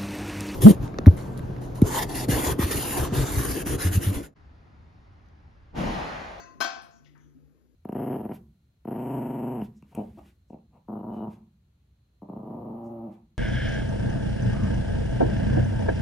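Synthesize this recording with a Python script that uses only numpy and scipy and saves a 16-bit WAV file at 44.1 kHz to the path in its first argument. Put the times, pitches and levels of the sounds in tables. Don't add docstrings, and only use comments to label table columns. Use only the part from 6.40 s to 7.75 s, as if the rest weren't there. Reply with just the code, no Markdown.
import sys
import numpy as np
from scipy import signal
from scipy.fft import rfft, irfft, next_fast_len
from scipy.io import wavfile
from scipy.ndimage import uniform_filter1d, map_coordinates

SR = 44100
rng = np.random.default_rng(int(sys.argv[2]) if len(sys.argv) > 2 else 0)


def boost(x):
    u = np.asarray(x, float) / 20
    return 10 ** u


def generate_wav(sig):
    pcm = np.round(np.clip(np.atleast_2d(sig).T, -1, 1) * 32767).astype(np.int16)
    wavfile.write(sys.argv[1], SR, pcm)


N = 59535
LEAD = SR // 4


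def unit(x):
    return x / np.sqrt(np.mean(x ** 2) + 1e-20)


def along(points, hz):
    f, v = np.transpose(points)
    return np.interp(np.log(hz + 1), np.log(f + 1), v)


def over_time(points):
    return np.interp(np.arange(N) / SR, *np.transpose(points))


def wobble(rate):
    knots = rng.standard_normal(int(N * rate / SR) + 4)
    return map_coordinates(knots, [np.arange(N) * rate / SR])


def filtered(x, response):
    size = next_fast_len(x.shape[-1] + SR // 4)
    spectrum = rfft(x, size) * response(np.fft.rfftfreq(size, 1 / SR))
    return irfft(spectrum, size)[..., :x.shape[-1]]


def add(track, start_s, sound):
    part = track[LEAD + round(start_s * SR):][:len(sound)]
    part += sound[:len(part)]


def ring(modes, t):
    hz, db, t60 = np.transpose(modes)[:, :, None]
    phase = 2 * np.pi * rng.random(hz.shape)
    sines = boost(db - 60 * t / t60) * np.sin(2 * np.pi * hz * t + phase)
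    return sines.sum(0) * (1 - np.exp(-t / 0.00029))


# frequency in Hz, t60 in seconds.
ROOM_T60 = [(200, .25), (700, 0.62), (2000, 0.53), (6000, 0.47), (9000, 0.17), (14000, 0.14)]


def room(x, wet_db):
    hz, t, z = signal.stft(rng.standard_normal((2, SR * 3 // 5)), SR, nperseg=256)
    decay = boost(-60 * t / along(ROOM_T60, hz)[:, None])
    tail = signal.istft(z * decay, SR, nperseg=256)[1]
    rise_s = 0.00087
    tail = tail * (1 - np.exp(-np.arange(tail.shape[1]) / SR / rise_s))
    tail = tail / np.linalg.norm(tail[0])
    wet = signal.fftconvolve(x[None], tail, axes=1)[:, :len(x)]
    direct = x * [[1], [.3]]
    return (direct + boost(wet_db) * wet)[:, LEAD:]


# frequency in Hz, level in dB.
BASIN_COLOUR = [(130, -43), (300, -14), (450, -27), (1000, -2), (2000, -6.5), (4500, -10), (7000, -9),
                (15000, -17.5)]
# frequency in Hz, t60 in seconds.
BASIN_DECAY = [(300, 0.039), (1500, 0.053), (6000, 0.07)]


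def clatter(t):
    t = t[:SR // 8]
    hz = np.exp(rng.uniform(np.log(200), np.log(14000), size=90))
    scatter_db = 4 * rng.standard_normal(len(hz))
    crowd = ring(np.c_[hz, along(BASIN_COLOUR, hz) + scatter_db, along(BASIN_DECAY, hz)], t)
    noise = unit(filtered(rng.standard_normal(len(t)), lambda f: boost(along(BASIN_COLOUR, f))))
    crack_t60 = 0.017
    crack = noise * boost(-60 * t / crack_t60)
    return crack + boost(-5) * crowd / 2


PAN_MODES_HZ = [684, 765, 842, 1041, 1077, 1197, 1511, 1542, 1943, 2314, 2597, 3182, 4110, 5160]
# level in dB, t60 in seconds.
EARLIER_STRIKE = [(-8.5, .22), (-35, .2), (-27, .1), (-4.5, 0.39), (-25.5, 0.16), (-20.5, .15), (-17.5, .2),
                  (-7, 0.19), (-10.5, 0.17), (-25.5, 0.085), (-6.5, 0.083), (-25.5, .1), (-23.5, 0.091),
                  (-30.5, .1)]
# level in dB, t60 in seconds.
HARD_STRIKE = [(-1.5, 0.45), (-13.5, 0.41), (0, .12), (3, 0.23), (-12.5, .5), (-0.5, .12), (-4.5, 0.23),
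               (2.5, 0.45), (-13, 0.22), (-2, .06), (-30, .2), (1, 0.096), (2.5, 0.067), (1, 0.051)]
# frequency in Hz, level in dB, t60 in seconds.
BASIN_BOOM = [(231.7, -12.5, 0.18), (300.6, -5, .16), (334.7, -3.5, 0.13), (555, -11, 0.097),
              (4530, -11.5, 0.35), (5970, -13, .1), (6610, -14, 0.16)]
# start in seconds, ring level in dB, crack level in dB.
CONTACTS = [
    (.2040, -38, -29.5),
    (0.2086, -31.5, -28.5),
    (.2120, -32, -24),
    (.2230, -37.5, -29),
    (.2440, -37.5, -30.5),
]


def pan():
    rings, rattle = np.zeros(N + LEAD), np.zeros(N + LEAD)
    t = np.arange(SR // 2) / SR
    split = 1 + .02 * rng.uniform(.4, 1, size=len(PAN_MODES_HZ))
    twin_db = -5.5
    earlier = (-0.043, -30, -37, EARLIER_STRIKE)
    for start_s, ring_db, crack_db, strike in [earlier] + [(*contact, HARD_STRIKE) for contact in CONTACTS]:
        modes = np.c_[PAN_MODES_HZ, strike]
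        twins = np.c_[modes[:, 0] * split, modes[:, 1] + twin_db, modes[:, 2]]
        boom_db = -8.5 if start_s < 0 else 0
        boom = np.add(BASIN_BOOM, [0, boom_db, 0])
        add(rings, start_s, boost(ring_db) * ring(np.r_[modes, twins, boom], t))
        add(rattle, start_s, boost(crack_db) * clatter(t))
    return room(rings, -8.5) + room(rattle, 0.5)


# frequency in Hz, level in dB.
RUMBLE_COLOUR = [(25, -26), (60, -2), (110, -2), (250, -1), (450, -14), (700, -25), (1400, -28),
                 (2500, -32.5)]
# frequency in Hz, level in dB.
HISS_COLOUR = [(1000, -8), (3200, -1), (4500, -1), (6300, -5), (7800, 2), (9600, 4), (13000, 1),
               (14800, -7.5)]
# time in seconds, level in dB.
RUMBLE_LEVEL = [(0, 7.5), (.5, 2.5), (.9, 0.5), (1.2, 2), (1.35, -2)]
# time in seconds, level in dB.
MOTOR_LEVEL = [(0, -82.5), (.4, -77), (.65, -58.5), (.9, -56), (1.08, -61), (1.25, -77), (1.35, -90)]


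def background():
    z = signal.stft(rng.standard_normal((2, N)), nperseg=1024)[2]
    field = uniform_filter1d(rng.standard_normal(z.shape[1:]), size=3, axis=0)
    field = uniform_filter1d(field, size=6, axis=1)
    patchy_db = 3 * unit(field)
    patchy = signal.istft(z * boost(patchy_db), nperseg=1024)[1][:, :N]
    rumble_points = [(6.6, -57)] + RUMBLE_COLOUR + [(5000, -70)]
    rumble = unit(filtered(patchy, lambda f: boost(along(rumble_points, f))))
    hiss_points = [(300, -46)] + HISS_COLOUR
    hiss = unit(filtered(rng.standard_normal((2, N)), lambda f: boost(along(hiss_points, f))))

    t = np.arange(N) / SR
    mains_hz, motor_hz = 60.4, 146.6
    mains = boost(-66.5 + 4 * wobble(24)) * np.sin(2 * np.pi * mains_hz * t + .3 * wobble(6))
    motor_db = over_time(MOTOR_LEVEL) + 0.9 * wobble(8.6)
    motor = boost(motor_db) * np.sin(2 * np.pi * motor_hz * t + .2 * wobble(24))
    tones = (mains + motor) * [[1.4], [0]]
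    return boost(-61.5 + over_time(RUMBLE_LEVEL)) * rumble + boost(-76.5) * hiss + tones


def band(size, hz, octaves):
    def flat_top(f):
        return np.exp(-.5 * (np.log2((f + 1) / hz) / octaves) ** 4)
    return unit(filtered(rng.standard_normal(size), flat_top))


# start in seconds, level in dB, centre in Hz, width in octaves, t60 in seconds.
HANDLING_TICKS = [
    (.4194, -52, 8530, 0.16, 0.21),
    (0.42, -70, 12400, 0.17, 0.39),
    (.6464, -62, 3070, 0.36, 0.22),
    (.665, -70, 4830, 0.05, 0.11),
    (.66, -59.5, 2050, 0.15, 0.13),
    (.751, -57, 1320, 0.68, 0.23),
    (.7774, -57, 6900, 0.59, 0.014),
    (.7774, -72, 13100, .08, 0.0051),
]
# start in seconds, length in seconds, level in dB, centre in Hz, width in octaves.
SOFT_RUBS = [
    (0.501, 0.097, -68.5, 6300, 0.24),
    (0.774, 0.13, -78, 6170, 0.11),
    (0.794, 0.0725, -79.5, 3280, 0.21),
    (0.898, 0.068, -84.5, 1454, 0.19),
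    (1.049, 0.039, -81.5, 1601, 0.59),
    (1.196, 0.035, -83.5, 1523, 0.38),
    (.64, 0.043, -70.5, 5400, 0.34),
    (0.678, .2, -68, 309, 0.056),
    (0.899, .24, -62.5, 267, 0.067),
]


def handling():
    out, t = np.zeros(N + LEAD), np.arange(SR // 3) / SR
    rise_s = 0.00071
    for start_s, db, hz, octaves, t60 in HANDLING_TICKS:
        shape = boost(db - 60 * t / t60) * (1 - np.exp(-t / rise_s))
        add(out, start_s, shape * band(len(t), hz, octaves))
    for start_s, length_s, db, hz, octaves in SOFT_RUBS:
        shape = np.sqrt(np.sin(np.pi * np.clip(t / length_s, 0, 1)).clip(0))
        grains = boost(db + 1.4 * wobble(120)[:len(t)])
        add(out, start_s, grains * shape * band(len(t), hz, octaves))
    return room(out, -6)


def scene():
    return pan() + background() + handling()


def roll_off(x):
    return signal.sosfilt(signal.butter(12, 14980, fs=SR, output="sos"), x)


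# frequency in Hz, dB below the left port.
RIGHT_WEAKER = [(50, 10.5), (300, 1.5), (720, 2.5), (1400, 14.5), (3000, 10), (5800, 5.5), (6800, 0.5),
                (7600, 2)]
# frequency in Hz, likeness from 0
LIKENESS = [(60, 0.42), (150, .95), (300, 0.82), (700, .95), (1100, 0.77), (2000, .3), (5000, .45),
            (6700, 0.27),
            (7700, 1), (9200, 1), (10300, .65), (11300, .75), (11800, 1), (13400, 1), (14200, .5),
                (15000, .9)]
# frequency in Hz, phase in radians.
PHASE = [(60, 1.5), (150, 4), (330, 0.95), (500, 0), (690, -2), (800, -1.5), (1050, -4.5), (2300, -8.8)]
# frequency in Hz, phase in half turns.
PHASE_TOP = [(3300, -2), (5000, -1.5), (6500, -1.35), (7700, -1), (9200, -1), (11500, 0), (13400, 0),
             (15000, 1)]
# frequency in Hz, level in dB.
MIC_COLOUR = [(6700, 0.5), (7300, 0), (7800, -14), (8700, -5.5), (9700, -5.5), (11300, -13.5),
              (13200, -2.5), (15000, -15)]


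def record(dry):
    phase_points = PHASE + [(hz, np.pi * half_turns) for hz, half_turns in PHASE_TOP]

    def right_port(f):
        alike = np.clip(along(LIKENESS, f), 0, 1)
        shared = alike * np.exp(1j * along(phase_points, f))
        own = np.sqrt(1 - alike ** 2)
        return boost(-along(RIGHT_WEAKER, f)) * [shared, own]

    def microphone(f):
        return boost(along(MIC_COLOUR, f)) * (f < 15000)

    right = filtered(dry, right_port).sum(0)
    pair = filtered(np.array([dry[0], right]), microphone)
    return roll_off(pair)


dry = scene()
out = record(dry)
generate_wav(out)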